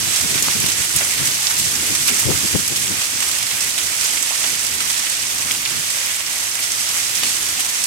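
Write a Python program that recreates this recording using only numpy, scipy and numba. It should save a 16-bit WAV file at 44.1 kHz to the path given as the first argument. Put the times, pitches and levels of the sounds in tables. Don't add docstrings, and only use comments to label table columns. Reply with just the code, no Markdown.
import sys
import numpy as np
from scipy import signal
from scipy.fft import rfft, irfft, next_fast_len
from scipy.io import wavfile
from scipy.ndimage import uniform_filter1d
from numba import njit

SR = 44100
rng = np.random.default_rng(int(sys.argv[2]) if len(sys.argv) > 2 else 0)


def boost(x):
    u = np.asarray(x, float) / 20
    return 10 ** u


def transcribe(signal):
    frames = np.atleast_2d(signal).T
    limited = np.clip(frames, -1, 1)
    pcm = np.round(limited * 32767).astype(np.int16)
    wavfile.write(sys.argv[1], SR, pcm)


N = 346626
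PORT_GAP = 21


def unit(x):
    return x / np.sqrt(np.mean(x ** 2))


def curves(table):
    s, *columns = np.transpose(table)
    return [np.interp(np.arange(N) / SR, s, c) for c in columns]


def colour(x, hz, db):
    size = next_fast_len(N)
    log_hz = np.log(np.arange(size // 2 + 1) * SR / size + 1)
    gain = boost(np.interp(log_hz, np.log(hz), db))
    return irfft(rfft(x, size) * gain, size)[..., :N]


def walk(rate):
    hold = int(SR / rate)
    steps = np.repeat(rng.standard_normal(N // hold + 1), hold)
    return 2.06 * uniform_filter1d(uniform_filter1d(steps, hold), hold)[:N]


def surround(count=22):
    lags = np.linspace(-PORT_GAP, PORT_GAP, count).astype(int)
    waves = rng.standard_normal((count, N))
    left = waves.sum(axis=0)
    right = sum(np.roll(w, lag) for w, lag in zip(waves, lags))
    return unit(np.array([left, right]))


# (time [s], strength [dB], left minus right [dB])
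RAIN_STRENGTH = [(0, -1.5, -3), (.5, -0.5, -1), (.85, -1.5, -2), (1.1, -1.5, -0.5), (1.42, -.3, -.5),
                 (1.73, -3, -1), (2.17, -0.5, -1.5), (2.8, -3, -1.5), (3.1, -2, -1.5), (3.65, -3.5, -2.5),
                 (4.0, -3, -3), (4.27, -1.5, -3.5), (4.7, -3, -2.5), (5.28, -3.5, -2), (5.65, -3, -1.5),
                 (6.6, -3.5, -1.5), (7.1, -1.8, -1.5), (7.86, -3, -1.5)]
MID_SHARE, LOW_SHARE = 0.81, 0.58


def sheet():
    size = next_fast_len(N)
    field = rfft(surround(), size)
    hz = np.arange(size // 2 + 1) * SR / size
    octave = np.clip(np.log2(hz / 500 + 1e-9), 0, 5)
    high_db, pan_db = (c - c.mean() for c in curves(RAIN_STRENGTH))
    mid_db, low_db = MID_SHARE * high_db, LOW_SHARE * high_db
    sweep_db = 0.3 * walk(12) + 0.4 * walk(30)
    out = 0
    for k, db in enumerate([low_db, low_db, mid_db, (mid_db + high_db) / 2, high_db, high_db]):
        band = irfft(field * np.clip(1 - abs(octave - k), 0, 1), size)[:, :N]
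        flicker_db = 0.5 * walk(14)
        out = out + band * boost(db + sweep_db + flicker_db)
    return out * boost(np.array([pan_db, -pan_db]) / 2)


@njit
def grains(start, hz, cycles, size, lag):
    out = np.zeros((2, N + 2048))
    for k in range(len(start)):
        turn = np.exp((2j * np.pi - 1 / cycles[k]) * hz[k] / SR)
        z, i = size[k] + 0j, int(start[k]) + 64
        for j in range(min(int(5 * cycles[k] * SR / hz[k]), 1500)):
            out[0, i + j + int(lag[k])] += z.imag
            out[1, i + j] += z.imag
            z *= turn
    return out[:, 64:N + 64]


SPRAY_HZ = 800 * 2 ** np.arange(0, 4.5, .5)


def burst(s, spray_db, length, count):
    u = rng.random((len(s), 6, count))
    age = -np.log((1 - u[:, 0]) * (1 - u[:, 5]) ** .12) * length[:, None]
    hz = 600 * 27 ** u[:, 1]
    db = np.array([np.interp(np.log(f), np.log(SPRAY_HZ), d) for f, d in zip(hz, spray_db)])
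    drop_db = db - 1.1 * np.log(1 - u[:, 2])
    size = boost(drop_db) * hz / 8000 / np.sqrt(count)
    lag = PORT_GAP * (2 * u[:, 3] ** 1.3 - 1)
    start = np.clip((s[:, None] + age) * SR, 0, N - 1)
    cycles = 2.5 + 4 * u[:, 4] ** 2
    return grains(start.ravel(), hz.ravel(), cycles.ravel(), size.ravel(), lag.ravel())


def patter(per_s=200):
    count = int(per_s * N / SR)
    u = rng.random((count, 7))
    tint_db = 13 * u[:, 3 + np.array([0, 0, 1, 1, 1, 2, 2, 3, 3])]
    spray_db = tint_db - 1.1 * np.log(1 - u[:, 1:2])
    spray = burst(u[:, 0] * N / SR, spray_db, .002 + .008 * u[:, 2], count=30)
    rain_db = curves(RAIN_STRENGTH)[0]
    return unit(spray) * boost(rain_db - rain_db.mean() - 6)


# (time [s], breeze at the left port [dB], storm roar [dB])
AIR = [(0, -44, -40.5), (.7, -42, -45), (1.0, -47, -40), (1.4, -45, -44.5), (2.1, -49, -39),
       (2.85, -41, -41.5), (3.1, -62, -43.5), (3.55, -58, -44), (3.7, -61, -46.5), (4.2, -58, -45.5),
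       (4.75, -52, -45), (5.1, -51, -45.5), (5.8, -51, -44.5), (6.1, -51, -49), (6.6, -62, -47.5),
       (7.0, -63, -44.5), (7.45, -68, -44.5), (7.86, -67, -49)]
# (frequency [Hz], level per Hz [dB])
ROAR_COLOUR = [(15, -63), (25, -39), (46, -8), (81, 4), (200, -2), (236, 1), (344, 0), (467, -4),
               (700, -33), (910, -74), (1540, -120)]


def roar():
    rumble = unit(colour(surround(count=4), *np.transpose(ROAR_COLOUR)))
    return rumble * boost(curves(AIR)[1] + walk(10))


FALL_DB, CREST = 20, 0.23


def puffs(rows):
    power = np.zeros((2, N))
    for s, thump_db, flutter_db, length in rows:
        first = max(int((s - 3 * length) * SR), 0)
        last = min(int((s + 3 * length) * SR), N)
        span = np.arange(first, last)
        age = (span / SR - s) / length
        shape_db = FALL_DB * (CREST - np.hypot(age, CREST))
        power[:, span] += boost(2 * (np.array([[thump_db], [flutter_db]]) + shape_db))
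    return power


def even(x, seconds=0.0234):
    return x / np.sqrt(uniform_filter1d(x ** 2, int(seconds * SR)) + .1)


# (frequency [Hz], level per Hz [dB])
WIND_COLOUR = [(30, -34), (60, -13), (95, 0), (140, -1), (290, 0), (460, -8), (800, -21), (1500, -32),
               (2500, -60)]
# (time [s], thump [dB], flutter [dB], length [s])
LEFT_PUFFS = [(.025, -31, -36, 0.047), (.085, -31.5, -36, 0.063), (.244, -29, -28.5, .04),
              (.344, -33, -29, 0.082), (.425, -34, -32, 0.033), (.489, -29, -29, 0.028),
              (.559, -30, -23.5, 0.017), (.6, -29, -39, .04), (.64, -26, -28, 0.038),
              (.685, -33, -29, .025), (.805, -29, -34, 0.028), (.966, -24.5, -31.5, 0.019),
              (1.02, -46, -40, 0.028), (1.222, -26, -32.5, 0.042), (1.287, -31, -36, .03),
              (1.61, -31, -39, .04), (1.665, -31, -36, 0.048), (1.745, -38, -36, 0.027),
              (1.83, -40, -42, .04), (.745, -38, -45, 0.037), (1.09, -40, -43, 0.05), (1.36, -38, -42, .04),
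              (2.83, -35, -43, 0.054), (2.375, -33, -39, .03), (2.595, -30, -27, 0.023),
              (1.91, -31, -28, 0.045), (2.01, -35, -48, 0.049), (2.125, -43, -29, 0.047),
              (2.265, -13.5, -21.5, 0.014), (2.3, -18, -16, 0.042), (2.348, -20, -33, 0.024),
              (2.447, -31, -22, 0.023), (2.556, -15, -13, 0.021), (2.719, -29, -28, 0.027),
              (2.918, -31, -28.5, 0.046), (2.988, -38, -45, .04), (3.437, -40, -46, .06),
              (3.542, -40, -47, 0.041), (5.77, -36, -48, 0.068)]
# (time [s], thump [dB], flutter [dB], length [s])
RIGHT_PUFFS = [(.08, -38, -50, .05), (.244, -35, -44, 0.039), (.364, -29.5, -36, 0.055),
               (.6, -31, -38, 0.055), (1.022, -56, -40, 0.036), (1.195, -36, -40, .06),
               (1.95, -51, -37, .06), (2.125, -53, -31, 0.06), (2.3, -43, -39, 0.14),
               (2.719, -39, -41, .05), (5.213, -42, -55, 0.066), (5.745, -33.5, -41, 0.088)]
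# (time [s], thump [dB], flutter [dB], length [s])
EDDIES = [(3.157, -45, -41, 0.05), (3.34, -54, -49, 0.055), (4.22, -53, -42, 0.038), (4.31, -59, -61, .035),
          (4.448, -56, -45, .05), (4.514, -43, -40, 0.088), (4.82, -64, -44, 0.034), (4.864, -45, -52, .05),
          (5.46, -39.5, -45, 0.044), (6.241, -51, -56, .1), (6.793, -43, -47, 0.076),
          (7.26, -59, -40, 0.061), (7.6, -57, -54, 0.063)]
LEE_DB, FLUTTER_DB = -11, -3


def wind():
    share_db = np.array([[[0], [LEE_DB]], [[FLUTTER_DB], [FLUTTER_DB + LEE_DB]]])
    breeze = boost(2 * (curves(AIR)[0] + 0.76 * walk(28) + share_db))
    gusts = np.stack([puffs(LEFT_PUFFS + EDDIES), puffs(RIGHT_PUFFS + EDDIES)], axis=1)
    turbulence = colour(rng.standard_normal((2, N)), *np.transpose(WIND_COLOUR))
    thump = colour(turbulence, [170, 250], [0, -40])
    flutter = turbulence - thump
    out = 0
    for part, power in zip((thump, flutter), breeze + gusts):
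        out = out + np.sqrt(power) * even(unit(part * boost(2.0 * walk(70))))
    return colour(out, [30, 52, 85], [-32, -3, 1.5])


# (time [s], energy over 1 ms of rain [dB], tilt [dB per octave], length [s])
SLAPS = [(0.341, 13, -2, .017), (0.376, 10.5, -2, 0.012), (0.45, 2, 1, 0.0049), (0.6, 5, 4.5, 0.0063),
         (0.662, 11, 0.5, 0.0038), (0.687, 8, 0.5, 0.0057), (.717, 2, 0, 0.005), (0.975, 12, -0.5, 0.019),
         (1.272, 11, 2, 0.0056), (1.508, 7.5, -4, 0.0083), (1.831, 0, -7, .015), (1.95, 12.5, 0.5, 0.0074),
         (2.078, 18.5, 0, 0.019), (2.814, 11, 1.5, 0.02), (3.202, 11, -1.5, 0.0072),
         (3.224, 13, -0.5, 0.011), (3.425, 12.5, -1, 0.0091), (3.777, 15.5, -1, 0.013),
         (4.008, 13, 0.5, 0.02), (4.042, 15.5, 0, 0.02), (4.44, 7.5, -5.5, 0.00506), (4.645, 7, 3, 0.0048),
         (4.803, 12, -3, 0.0072), (4.992, 10, 0, 0.0086), (5.387, -11, 5, 0.0073), (5.969, 1, -7, 0.0045),
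         (6.015, -4, -2, 0.0047), (6.553, 8.5, 1.5, 0.0038), (7.233, 12.5, -0.5, 0.006),
         (7.646, 9, 2, 0.0083)]
# (time [s], energy [dB], lowest pitch [Hz], length [s])
SPRAYS = [(0.21, 8, 4500, .003), (0.426, 13, 6500, .005), (0.96, 17.5, 7000, 0.0069),
          (1.248, 7, 2600, .011), (1.592, 16, 4500, 0.02), (2.198, 12, 5000, 0.0078),
          (2.458, 11, 6500, .01), (2.477, 5, 3600, 0.0046), (2.677, 16, 6500, 0.0057),
          (2.758, 16.5, 2900, 0.019), (3.313, 12, 2900, 0.0043), (3.607, 15, 4500, 0.016),
          (4.224, 13.5, 6500, .008), (4.667, 9.5, 4540, 0.0025), (4.899, 13.5, 2900, 0.0083),
          (5.098, 12.5, 8000, 0.0036), (5.516, 15, 7500, 0.0054), (5.901, 12.5, 4000, .008),
          (6.38, 6, 6500, 0.0037), (6.624, 13, 2900, .018), (7.148, 12, 4800, 0.012),
          (7.367, 2, 4000, .004), (7.603, 11, 2900, 0.0065), (7.837, 15.5, 4500, 0.0089)]
# (time [s], energy [dB], pitch [Hz], length [s])
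DROPS = [(0.16, 13, 6700, .003), (.483, 10, 1200, 0.0018), (0.719, 16, 5000, .003),
         (1.009, 20, 1900, 0.0087), (1.023, 14, 2600, .005), (1.468, 19, 4170, .004),
         (3.509, 17, 2600, .011), (4.44, 16, 3000, 0.0043), (4.476, 4, 7000, 0.0017),
         (5.509, 18, 3400, 0.0044), (5.657, 20.5, 2500, 0.0044), (6.718, 16, 6700, .003),
         (7.234, 15, 3200, 0.0029), (0.424, 13, 12000, 0.0016), (0.962, 20, 12500, 0.007),
         (1.018, 17, 900, 0.011), (1.585, 20, 14000, 0.0053), (2.074, 19, 11000, .004),
         (2.193, 18.5, 12500, 0.007), (4.311, 23, 900, .014), (4.17, 17, 2600, 0.005),
         (4.817, 14, 2200, 0.0053), (5.067, 17.5, 2390, .006), (7.595, 15, 12000, 0.0066),
         (1.254, 16, 6200, .012), (5.509, 15, 2200, 0.0051), (5.651, 16, 4200, 0.0037)]
SLAP_PIVOT_HZ = 3700
SPRAY_FALL_DB, DROP_FALL_DB = 13, 14


def octaves_above(hz):
    return np.log2(SPRAY_HZ / hz)


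def runoff():
    rows = np.array(SLAPS + SPRAYS + DROPS)
    slaps = [db + tilt_db * octaves_above(SLAP_PIVOT_HZ) for _, db, tilt_db, _ in SLAPS]
    sprays = [db + SPRAY_FALL_DB * np.minimum(octaves_above(hz), 0) for _, db, hz, _ in SPRAYS]
    drops = [db - DROP_FALL_DB * abs(octaves_above(hz)) for _, db, hz, _ in DROPS]
    lift_db = np.interp(np.log(SPRAY_HZ), np.log([1100, 2900, 6700, 12500]), [9, 11.5, 9.5, 10])
    spray_db = np.array(slaps + sprays + drops) + lift_db
    spray = burst(rows[:, 0], spray_db, .7 * rows[:, 3], count=300)
    rain_db = curves(RAIN_STRENGTH)[0]
    return spray * boost(rain_db - rain_db.mean())


# (time [s], pitch [Hz], left [dB], right [dB])
TICKS = [(0.1607, 5800, -9, -14), (0.4253, 6600, -3, -32), (0.4295, 8600, -10, -11),
         (0.4578, 2100, -25, -14), (0.4683, 7800, -12, -29), (0.6625, 9100, -11, -14),
         (0.6892, 5900, -12, -24), (0.7182, 5000, -10, -12), (0.9596, 10600, -6, -23),
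         (0.9629, 11500, -10, -9), (0.9664, 11500, -6, -15), (1.0113, 1900, -36, -17),
         (1.4709, 5600, -20, -3), (1.5924, 14600, -11, -16), (2.078, 10400, -16, -10),
         (2.0835, 7500, -13, -6), (2.09, 4600, -25, -11), (2.1929, 6400, -13, -40),
         (2.1964, 11200, -18, -8), (2.2014, 8300, -21, -8), (2.6742, 11500, -12, -35),
         (2.759, 10400, -13, -23), (3.2251, 11200, -13, -18), (3.316, 10600, -19, -13),
         (3.4304, 2500, -25, -34), (3.786, 8100, -21, -8), (4.038, 10200, -12, -19),
         (4.1712, 2500, -40, -19), (4.4382, 7800, -10, -40), (4.6478, 10800, -13, -23),
         (4.6672, 9900, -20, -8), (4.904, 11000, -17, -27), (5.5086, 3800, -10, -14),
         (5.5129, 12700, -9, -22), (5.6015, 11600, -16, -27), (5.6564, 3680, -28, -16),
         (5.6604, 2200, -29, -19), (5.8981, 6400, -10, -24), (5.9025, 6600, -21, -9),
         (6.3826, 10400, -11, -21), (6.7201, 7000, -18, -8), (7.1527, 13000, -25, -13),
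         (7.2331, 3600, -16, -21), (7.3691, 11200, -20, -14), (7.6061, 7500, -25, -7),
         (7.6517, 3800, -23, -27), (7.8407, 8800, -16, -12)]
# (time [s], pitch [Hz], left [dB], right [dB])
RINGS = [
    (.4247, 6800, -3, -30),
    (.4262, 13000, -14, -30),
    (5.5625, 3500, -28, -22),
    (5.5125, 3370, -20, -15),
    (5.5095, 2300, -23, -18),
    (5, 2000, -29, -25),
    (7.2345, 3700, -18, -16),
    (1.3194, 4700, -20, -10),
    (4.1, 3100, -16, -16),
]
TICK_CYCLES, RING_CYCLES = 2.2, 7.0


def ticks():
    s, hz, *port_db = np.transpose(TICKS + RINGS)
    cycles = np.repeat([TICK_CYCLES, RING_CYCLES], [len(TICKS), len(RINGS)])
    no_lag = np.zeros(len(s))
    return np.array([grains(s * SR, hz, cycles, boost(db + 0.6), no_lag)[0] for db in port_db])


# (time [s], pitch [Hz], left [dB], right [dB])
POPS = [(.4842, 1100, -6, -30), (2.3035, 900, -13, -40), (2.318, 1300, -12, -40), (2.322, 1900, -14, -40),
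        (2.5535, 1000, -10, -40), (2.557, 1300, -17, -40), (4.308, 800, -21, -21), (4.322, 1200, -21, -20),
        (5.782, 7500, -14, -6), (1.008, 700, -19, -22), (1.019, 560, -19, -22), (1.031, 450, -21, -24),
        (4.0502, 6500, -12, -4), (4.4722, 8100, -12, -5), (4.4395, 1500, -18, -16), (4.446, 800, -24, -22),
        (7.2335, 1200, -20, -18)]


def pops():
    s, hz, *port_db = np.transpose(POPS)
    cycles, no_lag = np.full(len(s), .75), np.zeros(len(s))
    hits = [grains(s * SR, hz, cycles, boost(db + 4), no_lag)[0] for db in port_db]
    return colour(np.array(hits), [150, 600], [-25, 0])


# (frequency [Hz], left [dB], right [dB])
PORTS = [(520.0, -21.3, -21.7), (850.0, -20.5, -17.5), (1250.0, -16.4, -14.4), (1700.0, -16.0, -11.6),
         (1950.0, -14.4, -8.4), (3500.0, -12.4, -9.0), (4050.0, -14.3, -10.0), (6300.0, -11.7, -5.4),
         (7050.0, -12.8, -7.0), (8200.0, -12.1, -4.3), (9700.0, -14.8, -11.5), (11300.0, -11.6, -13.8),
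         (13700.0, -21.5, -20.3), (15500.0, -22.0, -24.2)]


def scene():
    hz, left_db, right_db = np.transpose(PORTS)
    rain = sheet() + patter() + runoff()
    rain = [colour(x, [250, *hz], [-45, *db]) for x, db in zip(rain, (left_db, right_db))]
    return boost(-7.5) * np.array(rain) + roar() + wind() + ticks() + pops()


def roll_off(x):
    return signal.sosfilt(signal.butter(12, 15890, fs=SR, output="sos"), x)


def record(dry):
    clipped = np.clip(dry, -1, 1)
    mix = colour(clipped, [15860, 15950], [0, -40])
    return roll_off(mix)


dry = scene()
out = record(dry)
transcribe(out)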